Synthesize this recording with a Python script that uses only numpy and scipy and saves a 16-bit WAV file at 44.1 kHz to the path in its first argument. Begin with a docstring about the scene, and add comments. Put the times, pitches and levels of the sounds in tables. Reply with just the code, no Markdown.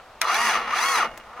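"""An electric starter cranks a tractor engine in an open yard; the engine does not fire.
The solenoid slams the pinion in and its teeth grind and whine on the ring gear, racing between
compressions and labouring on each. The engine nearly stalls on the second compression, something ticks,
and the gears begin to turn again. A body panel hums along; the yard adds a dull echo and a low rumble."""
import sys
import numpy as np
from scipy import signal
from scipy.fft import rfft, irfft
from scipy.io import wavfile
from scipy.ndimage import uniform_filter1d

SR = 44100
rng = np.random.default_rng(int(sys.argv[2]) if len(sys.argv) > 2 else 0)


def wav_out(sig):
    """Save sig, one row per channel (or a flat mono array), as 16-bit PCM at SR to the path in sys.argv[1]."""
    wavfile.write(sys.argv[1], SR, np.round(np.clip(np.atleast_2d(sig).T, -1, 1) * 32767).astype(np.int16))


N = 61739
T = np.arange(N) / SR
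HZ = np.maximum(np.arange(N // 2 + 1) * SR / N, 1)
JUDDER_HZ = 70.23  # how fast speed, tooth force and hum pitch waver

# The bright colour of steel hitting steel. Each row: frequency in Hz, relative level in dB.
CLACK_SPECTRUM = [(100, -46), (700, -20), (1250, 7.5), (1800, -7.5), (2400, 5), (3100, -7.5), (3900, 0),
                  (4700, -8.5), (5800, -5.5), (7500, -15.5), (11500, -13), (15500, -24)]


def gears(teeth, mids_db, upper_db, treble_db):
    """Tooth blows grind, the tips chatter and the flanks rasp, all setting the housing ringing."""
    # The colours of grind, chatter and rasp. Each row: frequency in Hz, relative level in dB.
    grind = [(60, -57), (150, -47), (280, -36), (345, -36), (450, -37), (600, -15.5), (720, -2.5), (950, 0),
             (1220, 5), (1480, -2.5), (1800, -14), (3000, -47), (15500, -75)]
    chatter = [(200, -60), (900, -16.5), (1550, 2.5), (1720, 0), (2000, 3), (2350, 0), (2650, -5.5),
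               (2950, -11), (3200, -9.5), (5000, -21.5), (6100, -16.5), (7500, -34), (15500, -55)]
    rasp = [(200, -54), (1400, -6), (2400, 2), (3400, -5.5), (4800, 1.5), (5400, -2.5), (6100, 5.5),
            (7200, -6.5), (8400, -8.5), (10200, -3.5), (12000, -14.5), (15500, -18)]
    clicks = tooth_clicks(teeth)
    ringing = housing(clicks, mids_db, upper_db)
    catches = pinion_catches(clicks)
    layers = (grind, mids_db - 3.5), (chatter, upper_db - 1.5), (rasp, treble_db - 2)
    meshing = sum(radiate(colour(clicks, spectrum)) * from_db(db) for spectrum, db in layers)
    return meshing + ringing + catches


def tooth_clicks(teeth, jitter_s=.00012, unevenness_db=3.5, judder_db=1.5):
    """One click per meshing tooth, uneven in time and strength, as loud at low speed as at high."""
    onsets = np.flatnonzero(np.diff(np.floor(teeth)))
    lateness, strength = rng.standard_normal((len(onsets), 2)).T
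    onsets += (lateness * jitter_s * SR).astype(int)
    clicks = np.zeros(N)
    clicks[np.clip(onsets, 0, N - 1)] = from_db(unevenness_db * strength)
    local_power = np.abs(uniform_filter1d(clicks ** 2, size=1500))
    return clicks / np.sqrt(local_power + 1e-6) * from_db(judder_db * drift(JUDDER_HZ))


def housing(clicks, mids_db, upper_db):
    """The teeth rattle the flywheel housing: low modes follow the grind, high modes the chatter."""
    # Housing and panel modes. Each row: frequency in Hz, relative level in dB, seconds to fall 60 dB.
    modes = [(336, -67, 0.45), (463, -66, 0.39), (700, -21, 0.28), (757, -25, 0.26), (1032, -21, .07),
             (1057, -23, .07), (1160, -19, .05), (1257.5, -19, .05), (1348, -20, .07), (1504, -20.5, 0.24),
             (1861, -14.5, 0.13), (2177, -21, 0.24), (2281, -18.5, 0.12), (2824, -12.5, 0.13),
             (2914, -18.5, 0.11)]
    rattle = colour(clicks * rng.standard_normal(N), [(60, -26), (300, -3.5)])
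    ringing = np.zeros(N)
    for hz, db, t60 in modes:
        drive = rattle * from_db(upper_db if hz > 1700 else mids_db)
        ringing += from_db(db) * ring(drive, hz, t60) / np.std(ring(rattle, hz, t60))
    return radiate(ringing)


def pinion_catches(clicks):
    """Teeth catch in short, bright bursts as the pinion seats."""
    # The catches. Each row: start in seconds, level in dB.
    catches = [(0.317, -26.5), (0.344, -19.5), (0.365, -26)]
    bursts = sum(from_db(db) * blow(start, decay_s=.0057) for start, db in catches)
    return bursts * radiate(colour(clicks, CLACK_SPECTRUM))


def whine(teeth, mids_db, treble_db, pinion_teeth=11):
    """Side tones and overtones glide with the speed and light up as they cross housing resonances."""
    # Side tones of the uneven pinion: multiples of its turning rate, and their relative levels in dB.
    side_orders = [5, 7, 8, 10, 11, 13, 14, 15, 19, 22, 23]
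    side_db = [3, -10, 0, -3, -2, -1, -0.5, -8, -5, 5, -9]
    # What the housing passes of side tones and of overtones. Each row: frequency in Hz, relative dB.
    growl_spectrum = [(150, -44), (280, -46), (345, -13), (410, -20.5), (490, -8), (570, -14), (700, -3.5),
                      (850, -6), (1150, 7), (1350, 5.5), (1650, -8), (1900, 4.5), (2250, 0.5), (2600, -10)]
    whine_spectrum = [(800, -43), (2300, -4.5), (2840, 0), (3050, -29), (3330, 4.5), (3550, -4),
                      (3770, -2.5), (4100, 3.5), (4400, -6.5), (4720, 0), (5200, -8.5), (5520, -3),
                      (6000, 6), (6600, -9.5), (7400, -19), (9300, -10), (11000, -12.5), (15000, -34)]
    shaken = teeth + .009 * drift(200)
    side_tones = sum(tone(k * shaken / pinion_teeth, db) for k, db in zip(side_orders, side_db))
    growl = colour(side_tones, growl_spectrum)
    overtones = sum(tone(k * shaken, 0) for k in range(3, 13))
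    whines = [colour(casing(overtones), whine_spectrum) for _ in range(2)]
    return spread(growl, scatter(growl)) * from_db(mids_db - 4.5) + spread(*whines) * from_db(treble_db)


def tone(cycles, db, flutter_db=2.5, flutter_hz=45):
    """A gliding partial whose strength flutters."""
    return from_db(db + flutter_db * drift(flutter_hz)) * np.sin(2 * np.pi * (cycles + rng.random()))


def casing(x, ring_s=.0035):
    """The many close modes of the casing make a gliding tone flare and break up."""
    paths = rng.standard_normal(N) * np.exp(-T / ring_s)
    return signal.fftconvolve(x, paths)[:N]


def backlash_knocks():
    """As the load changes sides, the teeth knock and ring the housing's main mode."""
    # The knocks. Each row: start in seconds, strength in dB.
    knocks = [(0.2514, -13.5), (.272, -19), (.283, -18), (.297, -16), (.739, -14), (.771, -17),
              (1.054, -18), (1.065, -20)]
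    hits = np.zeros(N)
    for start, db in knocks:
        hits[int(start * SR)] = from_db(db)
    band = signal.butter(2, [950, 1550], "band", fs=SR, output="sos")
    return signal.sosfilt(band, ring(hits + 1e-18, hz=1220, t60=.03))


def solenoid():
    """The solenoid throws the pinion in with a hard clack and a few bounces."""
    # The blows. Each row: start in seconds, level in dB, decay to 1/e in seconds.
    clacks = [(0.2126, -29.5, 0.0028), (.2155, -9.5, 0.0026), (0.2205, -48, 0.0016), (0.23, -34, 0.0014)]
    return impacts(clacks, CLACK_SPECTRUM)


def tick():
    """One light tick while the engine is almost at rest."""
    # The tick's colour. Each row: frequency in Hz, relative level in dB.
    spectrum = [(1000, 5), (2500, -2), (4000, -7), (6000, -4.5), (10000, -10), (15000, -11)]
    return impacts([(1.175, -34.5, .005)], spectrum)


def impacts(hits, spectrum, tail_db=-21, tail_s=.016):
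    """Each hit is a snap of noise with a faint tail, thinned out in the bass."""
    envelope = sum(from_db(db) * (blow(start, decay_s) + from_db(tail_db) * blow(start, tail_s))
                   for start, db, decay_s in hits)
    low_cut = signal.butter(2, 600, "high", fs=SR, output="sos")
    return signal.sosfilt(low_cut, envelope * noise(spectrum))


def compressions():
    """Each compression shakes the tractor with a soft, deep thud."""
    # The strokes. Each row: peak time in seconds, width in seconds, level in dB.
    strokes = [(0.614, 0.096, -51.5), (1.086, 0.093, -52)]
    # The thud's colour. Each row: frequency in Hz, relative level in dB.
    thud = [(20, -8.5), (33, -6), (60, -21), (110, -12), (180, -13), (300, -11), (1000, -51)]
    swells = sum(from_db(db) * np.exp(-((T - peak) / width) ** 2 / 2) for peak, width, db in strokes)
    return noise(thud) * swells


def panel_hum(pitch_hz=230.3, wander_hz=7.5):
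    """One panel resonance, shaken by the starter, swells and fades."""
    # The hum's swells. Each row: time in seconds, level in dB.
    swells = [(.22, -75), (.36, -56), (.44, -46.5), (.48, -45), (.52, -72), (.575, -51.5), (.7, -52),
              (.78, -72), (.83, -50.5), (.93, -79), (.975, -53), (1.01, -59.5), (1.075, -46.5), (1.13, -67),
              (1.3, -67.5)]
    hum_db, = in_time(swells)
    cycles = np.cumsum(pitch_hz + wander_hz * drift(JUDDER_HZ)) / SR
    return np.sqrt(2) * from_db(hum_db) * np.sin(2 * np.pi * cycles)


def yard_echo(x, gain_db=-9.5):
    """The yard returns a short, dull tail."""
    # What the yard reflects. Each row: frequency in Hz, relative level in dB.
    reflected = [(150, -33), (450, 2.5), (850, 0), (1100, -17), (3000, -22)]
    tails = rng.standard_normal((2, N)) * blow(start=.03, decay_s=.049)
    dull = irfft(rfft(x.mean(axis=0)) * from_db(at_hz(reflected) + gain_db), N)
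    return spread(*[signal.fftconvolve(dull, tail / np.linalg.norm(tail))[:N] for tail in tails])


def yard_rumble(level_db=-47.5):
    """A steady, low bed of outdoor noise."""
    # The yard's colour. Each row: frequency in Hz, relative level in dB.
    spectrum = [(20, -7), (45, -2), (110, -11), (200, -10), (300, -13.5), (600, -2), (1020, -2.5),
                (1500, -7), (2100, -13), (3900, -18), (8000, -30), (15500, -39)]
    return from_db(level_db) * noise(spectrum)


def radiate(x):
    """A vibration reaches left and right by way of the engine block."""
    return spread(scatter(x), scatter(x))


def scatter(x, smear_s=.005):
    """Smear a sound over many short paths through the metal, without colouring it."""
    paths = rfft(rng.standard_normal(N) * np.exp(-T / smear_s))
    return irfft(rfft(x) * paths / np.abs(paths), N)


def spread(mid, side, right_lag_s=.000012):
    """Two unrelated versions of a sound become left and right, less alike in the treble."""
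    # Stereo width. Each row: frequency in Hz, left-right likeness (capped below at .97).
    likeness = [(60, 1.6), (250, 4), (700, .965), (1300, .965), (2200, .93), (4000, 0.17), (7000, 0.5),
                (15000, 0.3)]
    # Stereo lean. Each row: frequency in Hz, left minus right in dB.
    balance = [(100, 2.3), (700, .2), (1290, 1.1), (2380, -1.4), (4400, 1), (8120, 2.5), (15000, 9.5)]
    alike, lean_db = np.clip(at_hz(likeness), -.97, .97), at_hz(balance) / 2
    common = rfft(mid) * np.sqrt((1 + alike) / 2)
    apart = rfft(side) * np.sqrt((1 - alike) / 2)
    left = (common + apart) * from_db(lean_db)
    right = (common - apart) * from_db(-lean_db) * np.exp(-2j * np.pi * HZ * right_lag_s)
    return irfft(np.array([left, right]), N)


def ring(x, hz, t60):
    """One mode driven by x, dying away by 60 dB in t60 seconds."""
    radius, angle = from_db(-60 / (t60 * SR)), 2 * np.pi * hz / SR
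    return signal.lfilter([0, np.sin(angle)], [1, -2 * radius * np.cos(angle), radius ** 2], x)


def blow(start, decay_s):
    """Sudden rise, exponential fall."""
    return (T >= start) * np.exp(-np.maximum(T - start, 0) / decay_s)


def noise(spectrum):
    """Coloured stereo noise."""
    return spread(*colour(rng.standard_normal((2, N)), spectrum))


def colour(x, spectrum):
    """Give a sound a spectrum, at unit power."""
    return rms_one(irfft(rfft(x) * from_db(at_hz(spectrum)), N))


def drift(rate_hz):
    """A random waver of unit power, mostly slower than rate_hz."""
    return rms_one(irfft(rfft(rng.standard_normal(N)) / (1 + (HZ / rate_hz) ** 2), N))


def in_time(rows):
    """The columns of a timed curve at every sample."""
    times, *columns = np.transpose(rows)
    return [np.interp(T, times, column) for column in columns]


def at_hz(points):
    """A table read at every frequency."""
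    hz, value = np.transpose(points)
    return np.interp(np.log(HZ), np.log(hz), value)


def rms_one(x):
    """Scale to unit power."""
    return x / np.sqrt(np.mean(x ** 2) + 1e-20)


def from_db(db):
    """Decibels to gain."""
    return 10 ** (np.asarray(db) / 20)


def scene():
    """The starter races and labours over the low rumble of the yard."""
    # Cranking speed. Each row: time in seconds, teeth meshing per second.
    speed = [(.24, 330.4), (.3, 608.2), (.346, 818.3), (.384, 934.2), (.44, 955.8), (.474, 929.5),
             (.505, 836.1), (.53, 720.9), (.596, 390.1), (.66, 365.3), (.725, 545), (.786, 845.7),
             (.83, 1023), (.858, 1096), (.895, 1110), (.932, 1077), (.976, 934), (1.0, 758.8),
             (1.05, 468.1), (1.12, 150.2), (1.4, 261)]
    # Level rides for the gears. Each row: time in seconds, then mids, upper mids and treble in dB.
    effort = [(.21, -77, -71, -93), (.225, -23.5, -22.5, -59), (.245, -26.5, -37, -41.5),
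              (.3, -23.5, -25.5, -36), (.35, -24, -26.5, -33), (.45, -23.5, -24.5, -29.5),
              (.52, -24.5, -23, -32), (.566, -22.5, -26.5, -39), (.61, -25.5, -32, -46.5),
              (.66, -28.5, -33, -52), (.705, -26.5, -31, -48), (.74, -25.5, -27, -41),
              (.78, -26.5, -26, -33), (.89, -24.5, -29.5, -29), (.98, -22, -22.5, -30),
              (1.05, -22.5, -29, -45), (1.09, -41, -48, -61), (1.15, -49, -51, -63),
              (1.35, -42, -54.5, -69), (1.4, -31, -41.5, -56)]
    mesh_hz, = in_time(speed)
    mids_db, upper_db, treble_db = in_time(effort)
    teeth = np.cumsum(mesh_hz * (1 + .004 * drift(JUDDER_HZ))) / SR  # running count of teeth meshed
    starter = gears(teeth, mids_db, upper_db, treble_db) + whine(teeth, mids_db, treble_db)
    starter += backlash_knocks() + solenoid() + tick()
    return starter + yard_echo(starter) + panel_hum() + compressions() + yard_rumble()


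def record(dry):
    """The top is cut steeply above 15.9 kHz."""
    return signal.sosfilt(signal.ellip(10, .2, 80, 15900, fs=SR, output="sos"), dry)


dry = scene()
out = record(dry)
wav_out(out)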